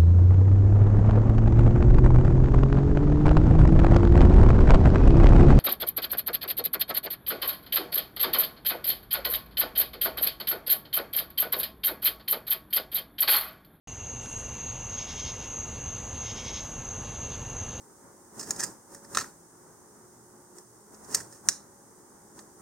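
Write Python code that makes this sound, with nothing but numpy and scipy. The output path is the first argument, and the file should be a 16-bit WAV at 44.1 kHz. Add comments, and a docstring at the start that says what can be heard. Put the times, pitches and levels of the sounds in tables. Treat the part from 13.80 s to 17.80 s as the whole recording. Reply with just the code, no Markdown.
"""A garden at night. Crickets rub their wings to chirp about three times a second, while others
trill without a break. Katydids scrape rows of tiny wing teeth in short, rasping phrases.
A hawk moth shivers its wings on a hand close by, pushing soft puffs of air.
Behind them, distant traffic rumbles and far insects and leaves hiss, with a faint mains hum,
a thin whine, a few high lisps and a single tick."""
import sys
import numpy as np
from scipy import signal
from scipy.fft import rfft, irfft
from scipy.io import wavfile
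from scipy.ndimage import uniform_filter1d

SR = 44100
rng = np.random.default_rng(int(sys.argv[2]) if len(sys.argv) > 2 else 0)


def dump_mix(stems):
    """Bounce the given channels to the path in sys.argv[1] as a 16-bit WAV at rate SR."""
    frames = np.atleast_2d(stems).T  # one column per channel
    limited = np.clip(frames, -1, 1)  # hard clip at full scale
    pcm = np.round(limited * 32767).astype(np.int16)
    wavfile.write(sys.argv[1], SR, pcm)


N = 176400  # four seconds

# Chirps of the nearest cricket and its lower neighbour. Each row: middle in seconds, level in dB.
LEAD_CHIRPS = [(.265, -38), (.555, -39.5), (.86, -39.5), (1.15, -38.5), (1.44, -44), (1.755, -39),
               (2.09, -42), (2.425, -42), (2.71, -43.5), (3.10, -46), (3.42, -44), (3.755, -44.5)]
NEIGHBOUR_CHIRPS = [(.36, -48), (.72, -45.5), (1.07, -45), (1.43, -43.5), (1.76, -43), (2.10, -45),
                    (2.42, -44.5), (2.75, -45.5), (3.12, -44.5), (3.44, -43.5), (3.80, -44.5)]
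# Rasps of near, thin-voiced and far katydids, and lisps of a very high-pitched insect.
# Each row: middle in seconds, level in dB.
NEAR_KATYDID_RASPS = [(1.135, -53), (1.21, -42.5), (1.305, -42), (1.395, -43), (1.475, -41), (1.63, -49.5),
                      (2.43, -50.5), (2.495, -42), (2.59, -41.5), (2.68, -40), (2.768, -40.5)]
THIN_KATYDID_RASPS = [(.435, -52.5), (.505, -50.5), (.585, -51.5)]
FAR_KATYDID_RASPS = [(.80, -63), (.89, -57), (1.96, -59), (2.08, -60), (2.18, -56.5), (2.36, -55),
                     (3.27, -53), (3.35, -56), (3.44, -55), (3.53, -51), (3.92, -56), (3.99, -54.5)]
HIGH_LISPS = [(.87, -69), (1.79, -69), (2.85, -65), (2.91, -68), (3.99, -66)]
# How the wings of those four callers shape their sound. Each row: frequency in Hz, gain in dB.
NEAR_WING = [(1200, -41), (1800, -7.5), (2150, -2), (2450, -4.5), (3250, 2.5), (3700, 0), (4200, -5.5),
             (4950, -1.5), (5320, 5), (5520, 1), (5700, 0), (6500, 9.5), (7200, -32), (10000, -46)]
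THIN_WING = [(2000, -25), (4500, -10), (7200, 6.5), (8500, 1), (10800, -5.5), (12000, -13), (16000, -30)]
FAR_WING = [(1500, -43), (2400, -4), (3500, 2.5), (4600, -3.5), (6000, -12), (8000, -45)]
LISP_WING = [(7000, -25), (9500, -6), (11000, 0), (12500, -3), (14000, -18)]
# How loud the near trill, the moth and the traffic are. Each row: time in seconds, level in dB.
NEAR_TRILL_LEVEL = [(.07, -56), (1.0, -55.5), (1.8, -57), (2.8, -62.5), (4, -56.5)]
MOTH_LEVEL = [(.07, -49.5), (1.3, -55.5), (2.0, -46.5), (2.7, -54.5), (3.1, -61), (3.35, -45), (4, -49.5)]
TRAFFIC_LEVEL = [(.07, -43), (.6, -43.5), (1.5, -43), (2.5, -42), (4, -41.5)]
# The tone of the moth, the traffic, far insects and leaves, the hiss from all around and the tick.
# Each row: frequency in Hz, gain in dB.
MOTH_TONE = [(20, -20), (40, -9.5), (80, 5.5), (120, 2), (200, -14.5), (500, -27), (2000, -49.5)]
TRAFFIC_TONE = [(12, -34), (20, -3.5), (48, -0.5), (113, -2), (188, -9), (231, -8), (318, -13), (510, -12),
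                (664, -16.5), (816, -14.5), (1080, -14.5), (1280, -20), (1800, -21.5), (2340, -55),
                (3960, -120)]
FAR_HISS_TONE = [(1200, -19.5), (2000, 1), (3300, -1.5), (4500, -7.5), (5600, -7.5), (7200, -5),
                 (8300, -15.5), (10200, -12), (11800, -20), (15700, -22)]
WIDE_HISS_TONE = [(1000, -56), (2200, -15), (4000, 8), (7000, -5), (10000, 1), (12500, 1), (15700, 2)]
TICK_TONE = [(500, -17), (1500, 2), (3500, -5), (6000, -5), (12000, -25)]
# The two notes of the mains hum. Each row: frequency in Hz, level in dB.
HUM_NOTES = [(119.4, -55), (241.5, -61.5)]
# How far the left channel runs ahead of the right. Each row: frequency in Hz, phase in radians.
LEFT_LEAD = [(0, 0), (1300, -0.0028), (2700, -0.16), (5000, -0.53), (6500, -0.59), (8000, -0.65),
             (10000, -0.96), (13000, -1.05), (15800, -1.3)]
# The whole sound fades in quickly. Each row: time in seconds, gain in dB.
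FADE_IN = [(.071, -85), (.073, -2), (.35, -1), (.6, 0.5)]


def near_crickets():
    """Two crickets chirp nearly in step; each chirp is a short run of wing strokes."""
    lead = wing_strokes(hz=6488, sag_hz=52.3, per_s=30, share=0.88, unsteady=0.144)
    lead *= swells(LEAD_CHIRPS, length_s=0.2)
    neighbour = wing_strokes(hz=6260, sag_hz=332, per_s=39, unsteady=0.0805)
    neighbour *= swells(NEIGHBOUR_CHIRPS, length_s=0.22)
    return garden_echoes(lead, wet=0.7) + garden_echoes(neighbour, wet=0.55)


def wing_strokes(hz, sag_hz, per_s, share=0.77, unsteady=0.03):
    """A cricket's wing rings once per closing stroke, its pitch sagging as the stroke slows."""
    stroke_rate = per_s * (1 + unsteady * drift(8))
    cycle = (rng.random() + np.cumsum(stroke_rate) / SR) % 1
    closing = np.minimum(cycle / share, 1)  # the wing sounds for only this share of each cycle
    pitch_hz = hz + sag_hz * (0.5 - cycle + 0.15 * drift(89.5))
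    phase = 2 * np.pi * np.cumsum(pitch_hz) / SR
    ring = np.sin(phase) + amp(-43) * np.sin(2 * phase)
    return unit(np.sin(np.pi * closing) * ring)


def cricket_chorus(count=9):
    """Farther crickets, each on its own pitch, blurred by echoes; they swell with the lower neighbour."""
    pulse = unit(swells(NEIGHBOUR_CHIRPS, length_s=0.29))
    chorus = np.zeros(N)
    for offset in np.linspace(-1, 1, count):
        song = wing_strokes(hz=6345 + 380 * offset, sag_hz=306.5, per_s=rng.uniform(30, 55))
        throb = 1 + 0.083 * rng.random() * pulse + 0.093 * drift(9.4)
        gain = amp(-9 * offset ** 2)  # the highest and lowest voices are the quietest
        chorus += gain * unit(garden_echoes(song * throb, wet=0.81))
    return amp(-42.5) * unit(chorus)


def tree_crickets():
    """Two low-pitched tree crickets, one near and one far, rub their wings without a break."""
    near = wing_strokes(hz=2741, sag_hz=130.4, per_s=59.5, share=0.6, unsteady=0.022)
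    near *= 1 + 0.11 * drift(40)
    near = level(NEAR_TRILL_LEVEL) * garden_echoes(near, wet=0.37)
    far = wing_strokes(hz=2698, sag_hz=257.7, per_s=53, unsteady=0.06)
    return near + amp(-60.5) * garden_echoes(far, wet=0.84)


def katydid(rasps, wing, length_s, wet):
    """Each rasp drags teeth over a scraper: quick clicks, shaped by the wing and scattered by leaves."""
    teeth_per_s = 355 * (1 + 0.14 * drift(150))
    clicks = np.diff(np.floor(np.cumsum(teeth_per_s) / SR), prepend=0)  # one for each tooth
    strength = amp(4 * rng.uniform(-0.057, 1, N))
    scattered = garden_echoes(clicks * strength, wet=0.9)
    return garden_echoes(unit(colour(scattered, wing)) * swells(rasps, length_s), wet)


def moth(beats_per_s=21.3, sharpness=3.2):
    """Each shiver of the wings pushes a soft puff of air."""
    beats = np.cumsum(beats_per_s * (1 + 0.0615 * drift(3))) / SR
    puffs = np.exp(sharpness * np.cos(2 * np.pi * beats)) * rng.standard_normal(N)
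    return unit(colour(puffs, MOTH_TONE)) * level(MOTH_LEVEL)


def traffic():
    """Distant traffic blends into a low, slightly uneven rumble."""
    rumble = colour(patchy_noise(patch_db=0.57), TRAFFIC_TONE)
    lowpass = signal.butter(5, 1900, fs=SR, output="sos")
    return unit(signal.sosfilt(lowpass, rumble)) * level(TRAFFIC_LEVEL)


def far_hiss():
    """Far insects and leaves blur into a soft hiss."""
    return amp(-53.5) * unit(colour(patchy_noise(patch_db=1.18), FAR_HISS_TONE))


def mains_hum():
    """Mains power hums on two low notes that waver a little in pitch and level."""
    hum = np.zeros(N)
    for hz, db in HUM_NOTES:
        note = np.sin(2 * np.pi * hz * clock() + 0.52 * drift(4.5))
        hum += amp(db) * unit(note * (1 + 0.26 * drift(4.5)))
    return hum


def whine():
    """A thin, high note wanders slightly and flickers."""
    pitch_hz = 7870 + 14.2 * drift(6)
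    note = np.sin(2 * np.pi * np.cumsum(pitch_hz) / SR)
    return amp(-68.5) * unit(note * (1 + 0.11 * drift(15)))


def tick(start_s=0.459, decay_s=0.004):
    """One faint, dry tick: a burst of noise that dies at once."""
    age = clock() - start_s
    fade = (age > 0) * np.exp(-abs(age) / decay_s)
    return amp(-40) * unit(colour(rng.standard_normal(N), TICK_TONE)) * fade


def garden_echoes(sound, wet, fade_s=0.41):
    """Walls and trees scatter echoes; wet is their share of the power, and the level stays the same."""
    t = np.arange(SR // 2) / SR
    bounces = rng.standard_normal(len(t)) * (rng.random(len(t)) < 0.05)
    fade = np.exp(-np.log(1000) * t / fade_s)  # down 60 dB after fade_s
    early_boost = 1 + 0.57 * np.exp(-t / 0.018)
    echo = unit(signal.fftconvolve(sound, bounces * fade * early_boost)[:N])
    return sound.std() * unit(np.sqrt(1 - wet) * unit(sound) + np.sqrt(wet) * echo)


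def swells(rows, length_s):
    """One rounded rise and fall in level for each row."""
    return sum(amp(db) * np.cos(np.pi * np.clip((clock() - middle_s) / length_s, -0.5, 0.5))
               for middle_s, db in rows)


def patchy_noise(patch_db):
    """Noise whose level drifts in small patches of time and frequency."""
    grid = signal.stft(rng.standard_normal(N), nperseg=512)[2]
    patches = uniform_filter1d(rng.standard_normal(grid.shape), size=14, axis=0)
    patches = unit(uniform_filter1d(patches, size=9, axis=1))
    return signal.istft(grid * amp(patch_db * patches), nperseg=512)[1][:N]


def drift(per_s):
    """A smooth random wobble of typical size 1; a higher per_s makes it quicker."""
    smoothing = np.exp(-(np.fft.rfftfreq(N, 1 / SR) / per_s) ** 2)
    return unit(irfft(rfft(rng.standard_normal(N)) * smoothing, N))


def colour(sound, tone):
    """Turns each frequency up or down to follow a tone table."""
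    hz, db = np.transpose(tone)
    gain_db = np.interp(np.log(np.fft.rfftfreq(N, 1 / SR) + 1), np.log(hz + 1), db)
    return irfft(rfft(sound) * amp(gain_db), N)


def level(points):
    """A gain that glides between rows of seconds and dB."""
    return amp(np.interp(clock(), *np.transpose(points)))


def amp(db):
    """Turns decibels into a number to multiply by."""
    return 10 ** (np.asarray(db) / 20)


def unit(sound):
    """Scales a sound to an average power of 1."""
    return sound / np.sqrt(np.mean(sound ** 2) + 1e-20)


def clock():
    """The time of every sample, in seconds."""
    return np.arange(N) / SR


def scene():
    """Left and right hear nearly the same garden; only a faint, high hiss comes from all around."""
    garden = katydid(NEAR_KATYDID_RASPS, NEAR_WING, length_s=0.098, wet=0.36)
    garden += katydid(THIN_KATYDID_RASPS, THIN_WING, length_s=0.076, wet=0.74)
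    garden += katydid(FAR_KATYDID_RASPS, FAR_WING, length_s=0.085, wet=0.22)
    garden += near_crickets() + cricket_chorus() + tree_crickets() + whine()
    garden += traffic() + far_hiss() + mains_hum() + moth() + tick()
    garden += katydid(HIGH_LISPS, LISP_WING, length_s=0.07, wet=0.3)
    lead_radians = np.interp(np.fft.rfftfreq(N, 1 / SR), *np.transpose(LEFT_LEAD))
    half_shift = np.exp(0.5j * lead_radians)  # each side takes half, in opposite directions
    wide_hiss = amp(-70) * unit(colour(rng.standard_normal(N), WIDE_HISS_TONE))
    left = irfft(rfft(garden) * half_shift, N) + wide_hiss
    right = irfft(rfft(garden) / half_shift, N) - wide_hiss
    return np.array([left, right])


def record(dry, low_hz=29, high_hz=15800):
    """Cuts the deepest rumble, fades in quickly and removes the highest treble."""
    highpass = signal.butter(4, low_hz, "highpass", fs=SR, output="sos")
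    lowpass = signal.firwin(511, high_hz, window=("kaiser", 9), fs=SR)
    faded = signal.sosfilt(highpass, dry) * level(FADE_IN)
    return signal.oaconvolve(faded, lowpass[None], "same")


dry = scene()
out = record(dry)
dump_mix(out)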